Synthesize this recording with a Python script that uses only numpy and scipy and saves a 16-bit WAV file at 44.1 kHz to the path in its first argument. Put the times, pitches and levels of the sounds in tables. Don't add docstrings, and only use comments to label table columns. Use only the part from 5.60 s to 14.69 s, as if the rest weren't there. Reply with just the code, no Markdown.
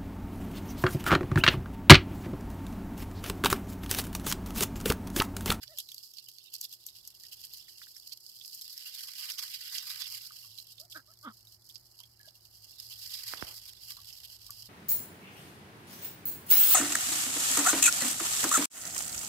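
import sys
import numpy as np
from scipy import signal
from scipy.fft import rfft, irfft, next_fast_len
from scipy.io import wavfile
from scipy.ndimage import uniform_filter1d

SR = 44100
rng = np.random.default_rng(int(sys.argv[2]) if len(sys.argv) > 2 else 0)


def unload_wav(signal):
    wavfile.write(
        sys.argv[1],
        SR,
        np.round(np.clip(np.atleast_2d(signal).T, -1, 1) * 32767).astype(np.int16),
    )


N = 400869

# f/Hz, relative density level/dB
STRAND_SPECTRUM = [(410, -33), (700, 7), (1000, -18), (1140, -17), (1470, -1), (1770, -20), (1910, -13),
                   (3470, -11), (5020, -5), (5960, -17.5), (8190, -18), (9850, -22), (12200, -11),
                   (15900, -24.5), (16500, -47)]


def amp(db):
    return 10 ** (np.asarray(db) / 20)


def rms_one(x):
    return x / np.sqrt(np.mean(x ** 2) + 1e-20)


def in_time(rows):
    s, *columns = np.transpose(rows)
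    return [np.interp(np.arange(N) / SR, s, c) for c in columns]


def at_hz(points, hz):
    points = np.array(points)
    return np.interp(np.log(hz), np.log(points[:, 0]), points[:, 1])


def coloured(x, gain):
    size = next_fast_len(x.shape[-1])
    hz = np.arange(size // 2 + 1) * SR / size + 1
    return irfft(rfft(x, size) * gain(hz), size)[..., :x.shape[-1]]


def drift(rate):
    step = 32
    size = next_fast_len(N // step + 2)
    hz = np.arange(size // 2 + 1) * SR / step / size
    slow = irfft(rfft(rng.standard_normal(size)) / (1 + (hz / rate) ** 2), size)
    return np.interp(np.arange(N) / step, np.arange(size), rms_one(slow))


def fading(x, t60):
    return signal.lfilter([1], [1, -amp(-60 / (t60 * SR))], x + 1e-18)


def stereo_noise(alike):
    mid, side = rng.standard_normal((2, N))
    return np.sqrt((1 + alike) / 2) * mid + np.sqrt((1 - alike) / 2) * side * [[1], [-1]]


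def crackle(per_s, spread_db, t60):
    sizes = amp(spread_db * np.minimum(rng.exponential(1, N), 3))
    slips = (rng.random(N) < per_s / SR) * sizes
    return rms_one(fading(slips, t60))


def bites():
    # t/s, swell level/dB; values below zero add none
    bite_times = [(0.031, 12.5), (0.196, 19.5), (0.437, 5.5), (0.579, 7), (0.69, 7), (0.943, 14),
                  (1.044, 14.5), (1.13, 10), (1.362, 10), (1.654, 12), (1.731, 11), (1.852, 9), (1.946, 4),
                  (2.235, 7.5), (2.527, 7), (3.335, 1), (3.405, 2.5), (3.491, 5), (3.637, 6), (3.702, 8),
                  (3.789, 9.5), (3.834, 6.5), (3.939, 4), (4.304, 1), (4.421, -1), (4.654, 4.5), (4.714, 0),
                  (4.995, 10), (5.117, 6), (5.205, 7), (5.319, 12.5), (5.373, 6.5), (6.1, 9.5), (6.161, 10),
                  (6.404, 12), (6.68, 9), (6.758, 6.5), (6.853, 7), (7.039, 7), (7.195, 4.5), (7.321, 7.5),
                  (7.545, 6.5), (7.684, 6), (7.881, 6), (8.09, 7), (8.311, 8), (8.646, 10)]
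    half_width_s = 0.012
    t = np.arange(0, N, 32) / SR
    power = 1
    for s, db in bite_times:
        power = power + (amp(2 * max(db, 0)) - 1) * np.exp(-((t - s) / half_width_s) ** 2)
    return np.interp(np.arange(N) / SR, t, 10 * np.log10(power))


def grains():
    typical_per_s, clump_db, t60_s = 160, 8, 0.049
    born = rng.random(N) < typical_per_s * amp(clump_db * drift(7)) / SR
    ticks = born * amp(3.9 * np.minimum(rng.exponential(1, N), 3))
    dealt, white, out = rng.integers(0, 10, N), rng.standard_normal(N), 0
    for k, hz in enumerate(np.geomspace(2800, 5300, 10)):
        band = signal.butter(2, [hz / 1.035, hz * 1.035], "band", fs=SR, output="sos")
        out = out + signal.sosfilt(band, white * fading(ticks * (dealt == k), t60_s))
    return rms_one(out)


def stirring():
    stir_course = [(0.0, -57, -73), (0.38, -53.5, -102), (0.63, -58, -91.5), (2.17, -53, -76.5),
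                   (2.63, -54.5, -86), (3.01, -46.5, -73.5), (3.21, -44.5, -61), (3.52, -44, -59),
                   (4.4, -42, -55), (4.58, -45, -61), (4.76, -49, -69), (4.98, -54.5, -84.5),
                   (5.49, -62, -108), (5.85, -60, -108), (6.86, -63, -100.5), (7.24, -50, -72),
                   (7.47, -44.5, -65), (7.74, -42.5, -54.5), (8.05, -49, -68.5), (9.09, -53, -77.5)]
    # lower f/Hz, upper f/Hz, share that follows the crunch,
    # gain level/dB, patchiness level/dB, depth of the bites (factor on their dB)
    stir_layers = [(2715, 3990, 0.34, -9.5, 7, 1.6), (1659, 2494, 1.25, -1, 3, 1.39),
                   (985, 1570, 1.555, -7.5, 10.5, 1.48)]
    nibble_s = .16
    bout_db, sparse_bout_db_per_db = 0.77, 0.0219
    tick_share, sparse_tick_db_per_db = .22, 0.2872
    grain_db = -10.5
    hiss_db, crunch_db = in_time(stir_course)
    sparse_db = crunch_db.max() - crunch_db

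    throb = drift(9.4)
    throb = np.minimum(rms_one(throb - uniform_filter1d(throb, int(nibble_s * SR))), 1.2)
    throb *= bout_db + sparse_bout_db_per_db * sparse_db

    fine = crackle(1200, 8.7, 0.069)
    ticks = tick_share * amp(sparse_tick_db_per_db * np.minimum(sparse_db, 28)) * crackle(90, 4.5, .011)
    slips = (fine + ticks) * stereo_noise(0.016)
    slips = coloured(slips, lambda hz: amp(at_hz(STRAND_SPECTRUM, hz)))

    hiss = signal.sosfilt(signal.butter(10, 4350, "high", fs=SR, output="sos"), slips)
    swell = bites()
    out = (rms_one(hiss) + amp(grain_db) * grains()) * amp(hiss_db + throb + swell)
    for low_hz, high_hz, share, gain_db, patchy_db, depth in stir_layers:
        edges = np.geomspace(low_hz, high_hz, 3)
        for band in zip(edges, edges[1:]):
            part = signal.sosfilt(signal.butter(3, band, "band", fs=SR, output="sos"), slips)
            level_db = gain_db + hiss_db + share * (crunch_db - hiss_db)
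            patches = patchy_db * np.minimum(drift(12), .6)
            out += rms_one(part) * amp(level_db + throb + depth * swell + patches)
    return out


def background():
    # t/s, mean drone f/Hz, drone level/dB before wavering, rumble level/dB
    engine_course = [(0.0, 120, -77.5, -78), (0.71, 113.6, -84.5, -95), (1.52, 113.4, -78, -79),
                     (3.42, 114.9, -84.5, -91), (4.93, 112.9, -71.5, -79.5), (8.58, 111.1, -71.5, -71),
                     (9.09, 111.4, -66.5, -68)]
    # f/Hz, relative density level/dB
    air_spectrum = [(15, -44), (25, -56), (112, 5), (132, 4.5), (260, -4), (306, -4.5), (366, -6.5),
                    (466, -10.5), (592, -5), (784, -5), (1240, -10), (2220, -14.5), (3000, -28),
                    (3900, -22), (6600, -120)]
    air_db = -77
    pump_hz, pump_db = 360.4, -83.5
    hz, drone_db, rumble_db = in_time(engine_course)
    air = rms_one(coloured(stereo_noise(0.54), lambda f: amp(at_hz(air_spectrum, f))))
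    air = amp(air_db + 0.42 * (rumble_db + 79)) * air
    turn = 2 * np.pi * np.cumsum(hz * (1 + .045 * drift(9))) / SR
    drone = np.sqrt(2) * amp(drone_db + 3 * drift(10)) * np.sin(turn)
    rumble = signal.sosfilt(signal.butter(3, [42, 85], "band", fs=SR, output="sos"), stereo_noise(0.97))
    pump = amp(pump_db) * np.sin(2 * np.pi * pump_hz * np.arange(N) / SR)
    return air + drone + amp(rumble_db) * rms_one(rumble) + pump


def crest(x):
    return np.sqrt(uniform_filter1d(x ** 2, size=130).max())


def snaps():
    # t/s, body crest level/dB, body f/Hz, airy top crest level/dB
    snap_events = [(0.0349, -46, 2920, -47), (0.0798, -43.5, 4580, -56), (0.1869, -35.5, 3440, -30.5),
                   (0.2897, -41.5, 4030, -47), (0.3188, -42.5, 3400, -42.5), (0.3457, -44.5, 4630, -40.5),
                   (0.382, -40.5, 4500, -47), (0.436, -46, 4830.0, -56), (0.5385, -50, 5450, -49),
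                   (0.5852, -40, 4420, -53), (0.6884, -47.5, 3000, -45), (0.7858, -43.5, 4470.0, -50),
                   (0.9409, -43, 4470, -34), (0.9544, -38.5, 4540, -50), (1.0137, -40, 4650, -32),
                   (1.043, -44, 3520, -38), (1.1284, -46.5, 3480, -42.5), (1.2668, -51.0, 4440, -34.5),
                   (1.2883, -46.0, 3840.0, -47), (1.4769, -52, 4550, -38.0), (1.8378, -44, 4660.0, -61),
                   (1.8526, -53, 4460, -40.5), (1.9369, -45, 4400, -41), (2.367, -43.5, 5300, -50),
                   (2.5226, -39, 4480, -58), (2.533, -42.0, 4590.0, -46.0), (2.8136, -42.5, 3470, -58),
                   (2.85, -41.5, 5000, -56), (2.9488, -64, 4500.0, -39.5), (3.0137, -46.0, 3980.0, -40),
                   (3.1791, -38, 5100, -41), (3.7203, -36, 5180.0, -39), (3.7837, -37, 5320.0, -48),
                   (3.7927, -35, 5340, -54), (4.184, -30, 4940, -39), (4.3025, -38, 3870, -41),
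                   (4.421, -30.5, 4750, -57), (4.987, -39.5, 4020, -50), (5.0011, -42, 4170, -57),
                   (5.183, -48.0, 3600, -68), (5.3253, -44.5, 3300, -62), (5.8722, -51.5, 3840, -56),
                   (6.0992, -49, 3400.0, -52), (6.158, -39.5, 4940, -66), (6.391, -51, 4670, -60),
                   (6.4041, -52, 3080, -59), (6.438, -48, 3290, -60.0), (6.6863, -48.5, 4640.0, -75),
                   (6.854, -51, 4710.0, -54), (7.681, -38.5, 4200.0, -39), (7.7732, -42, 4830, -51),
                   (8.3692, -44, 4170, -50), (8.5048, -49, 3050, -56), (8.5285, -44, 5100.0, -57),
                   (8.6449, -57, 4460, -52), (8.9073, -43.5, 4780, -37)]
    lead_s, rise_share = .012, .35
    cracks_per_s, crack_t60_s, run_t60_s = 900, 0.019, 0.087
    click, broad_share = 7.5, 0.2
    out, size = np.zeros((2, N)), int(.07 * SR)
    t = np.arange(size) / SR - lead_s
    broad = signal.butter(2, [2300, 5600], "band", fs=SR, output="sos")
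    strength = 0.15 * amp(-60 * np.where(t < 0, -t / rise_share, t) / run_t60_s)
    for s, body_db, hz, top_db in snap_events:
        cracks = (rng.random(size) < cracks_per_s / SR) * rng.uniform(0.3, 1, size) * strength
        cracks[round(lead_s * SR)] = 1
        burst = fading(cracks, crack_t60_s) * rng.standard_normal((3, size)) + click * cracks
        narrow = signal.butter(1, [hz / 1.03, hz * 1.03], "band", fs=SR, output="sos")
        ring = signal.sosfilt(narrow, burst[0])
        body = rms_one(ring) + broad_share * rms_one(signal.sosfilt(broad, burst[0]))
        airy = burst[0] + .7 * burst[1:]
        top = coloured(airy, lambda f: amp(at_hz(STRAND_SPECTRUM, f)) * (f > 5600))
        at = round((s - lead_s - .001) * SR)
        out[:, at:at + size] += amp(body_db) * body / crest(body) + amp(top_db) * top / crest(top)
    return signal.sosfilt(signal.butter(4, 2400, "high", fs=SR, output="sos"), out)


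def taps():
    # t/s, level/dB before the swell and scratch, f/Hz, decay by 60 dB t/s (8 ms at least)
    tap_events = [(0.036, -35, 1790, 0.016), (1.639, -55, 1860, 0.058), (2.083, -51, 1900, .03),
                  (2.218, -40, 1640, 0.019), (2.271, -51, 1530, 0.014), (2.363, -52, 1820, 0.038),
                  (4.706, -46.5, 1253, 0.044), (4.843, -55, 1140, 0.052), (6.402, -56.5, 960, 0.057),
                  (6.598, -50, 1690, 0.088), (6.641, -53.5, 1640, 0.16), (6.675, -52.5, 624, 0.057),
                  (8.302, -55.5, 1164, 0.11), (8.371, -47.5, 1170, 0.035), (8.385, -51, 1137, .06),
                  (8.895, -40.5, 1170, 0.051)]
    out, t = np.zeros(N), np.arange(int(.1 * SR)) / SR
    for s, peak_db, hz, t60 in tap_events:
        band = signal.butter(2, [hz / 1.15, hz * 1.3], "band", fs=SR)
        scratch = signal.lfilter(*band, rng.standard_normal(len(t)))
        ring = np.sin(2 * np.pi * hz * t) + min(.8, .025 / t60) * rms_one(scratch)
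        swell = np.sin(np.pi / 2 * np.minimum(t / t60 / .1, 1)) ** 2
        envelope = amp(peak_db - 60 * t / max(t60, .008)) * swell
        out[round((s - .002) * SR):][:len(t)] += envelope * ring
    return out


def arch(s, start, top, end):
    return np.clip((top - s) / (top - start), 0, 1), np.clip((s - top) / (end - top), 0, 1)


def calls():
    # f/Hz, relative level/dB
    throat_spectrum = [(400, -17), (600, -10), (850, -26), (1100, -5.5), (1350, 8), (1600, -6), (1800, -46),
                       (2050, -14), (2600, -39), (3500, -10.5), (4500, -38)]
    voice_events = [(.075, .126, .128, .168, 560, 678, 580, -61, -67, 1.28),
                    (5.18, 5.255, 5.228, 5.285, 490, 735, 600, -65, -80, 1.0),
                    (5.338, 5.364, 5.367, 5.425, 265, 325, 270, -57, -45, 1.12),
                    (5.468, 5.514, 5.5, 5.54, 560, 685, 560, -71, -65, 1.08),
                    (5.622, 5.652, 5.68, 5.735, 275, 313, 222, -44, -44.5, .95)]
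    edge_db, rise_shape, fall_shape = -32, 2.2, 1.5
    peep_tilt_db = 15
    sag_shape = 2.2
    out, hoarse, jitter = np.zeros(N), .8 * drift(220), drift(200)
    for start, top, loudest, end, first_hz, top_hz, last_hz, low_db, high_db, throat in voice_events:
        at = np.arange(round(start * SR), round(end * SR))
        quack = top_hz < 400
        before, after = arch(at / SR, start, top, end)
        sag = np.sin(np.pi / 2 * np.minimum(sag_shape * after, 1)) ** 2
        hz = top_hz - (top_hz - first_hz) * before - (top_hz - last_hz) * sag
        rasp = .3 + quack * .9 * sag
        turn = 2 * np.pi * np.cumsum(hz * (1 + .04 * rasp * jitter[at])) / SR

        gains, over = [], 0
        for k in range(2, 20):
            tilt_db = 0 if quack else peep_tilt_db * max(k - 3, 0)
            gain = amp(at_hz(throat_spectrum, k * hz / throat) - tilt_db)
            gains.append(gain)
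            over = over + gain * np.cos(k * turn + 0.153 * (k - 2) ** 2)
        over = over / np.sqrt(np.sum(np.square(gains), 0))

        before, after = arch(at / SR, start, loudest, end)
        effort = amp(edge_db * (before ** rise_shape + after ** fall_shape))
        effort = effort if quack else effort ** 0.52
        low_course = amp(-22 * before - 8 * after) if quack else 1
        high_course = amp(11 * before - 7 * after) if quack else 1
        low = amp(low_db) * low_course * np.cos(turn)
        high = amp(high_db) * high_course * over * (1 + rasp * hoarse[at])
        out[at] += np.sqrt(2) * signal.windows.tukey(len(at), .4) * effort * (low + high)
    return out


def stone_echoes(x):
    lags = (rng.uniform(0.005, 0.026, (2, 14)) * SR).astype(int)
    rocks = np.zeros((2, 4096))
    rocks[[[0], [1]], lags] = amp(-21 - 300 * lags / SR)
    dull = signal.lfilter([.3], [1, -.7], x)
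    return signal.oaconvolve(dull[None], rocks, axes=1)[:, :N]


def bumps():
    # t/s, push level/dB before its decay and filter, sharpness (decay rate in 1/s), relative low wave level/dB
    knock_events = [(7.737, -17, 1770, -28), (7.825, -17, 1790, -12.5)]
    wave_hz, wave_drop_hz, wave_drop_s = 65, 520, .0028
    scuff_from_s, scuff_to_s, scuff_edge_s, scuff_db = 7.695, 7.97, .05, -55
    out, t = np.zeros(N), np.arange(int(.15 * SR)) / SR
    for s, peak_db, sharpness, wave_db in knock_events:
        push = np.exp(-t * sharpness) * np.sin(2 * np.pi * sharpness * t * .85)
        push = signal.lfilter(*signal.butter(2, 450, "high", fs=SR), push)
        turn = 2 * np.pi * np.cumsum(wave_hz + wave_drop_hz * np.exp(-t / wave_drop_s)) / SR
        wave = amp(wave_db) * np.exp(-t / 0.0074) * np.sin(turn)
        out[round(s * SR):][:len(t)] -= amp(peak_db) * (push - wave)
    rub = signal.sosfilt(signal.butter(2, [250, 1500], "band", fs=SR, output="sos"), rng.standard_normal(N))
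    corners = [scuff_from_s, scuff_from_s + scuff_edge_s, scuff_to_s - 2 * scuff_edge_s, scuff_to_s]
    held = np.interp(np.arange(N) / SR, corners, [0, 1, 1, 0])
    return out + rms_one(rub) * held * amp(scuff_db + 0.67 * drift(39))


def scene():
    left_lag, near_left_db = 7, -30
    near = calls() + taps()
    ducks = stirring() + snaps() + near + stone_echoes(near)
    ducks[0] = np.roll(ducks[0], left_lag)
    return ducks + bumps() * amp([[near_left_db], [0]]) + background()


def record(dry):
    # f/Hz, left minus right port level/dB
    port_balance = [(140, -1), (400, 1), (1170, -3), (1900, -3), (2700, -10), (3500, -28), (4400, -27),
                    (5000, -23), (6400, -6), (8500, -1), (10500, 2.5), (12000, 7), (14000, 17),
                    (15500, -13)]
    cutoff_hz = 16600

    def shares(hz):
        left = amp(at_hz(port_balance, hz))
        return np.sqrt(2 / (1 + left ** 2)) * np.array([left, np.ones_like(left)])
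    low_pass = signal.cheby2(12, 60, cutoff_hz, fs=SR, output="sos")
    return signal.sosfilt(low_pass, coloured(dry, shares))


dry = scene()
out = record(dry)
unload_wav(out)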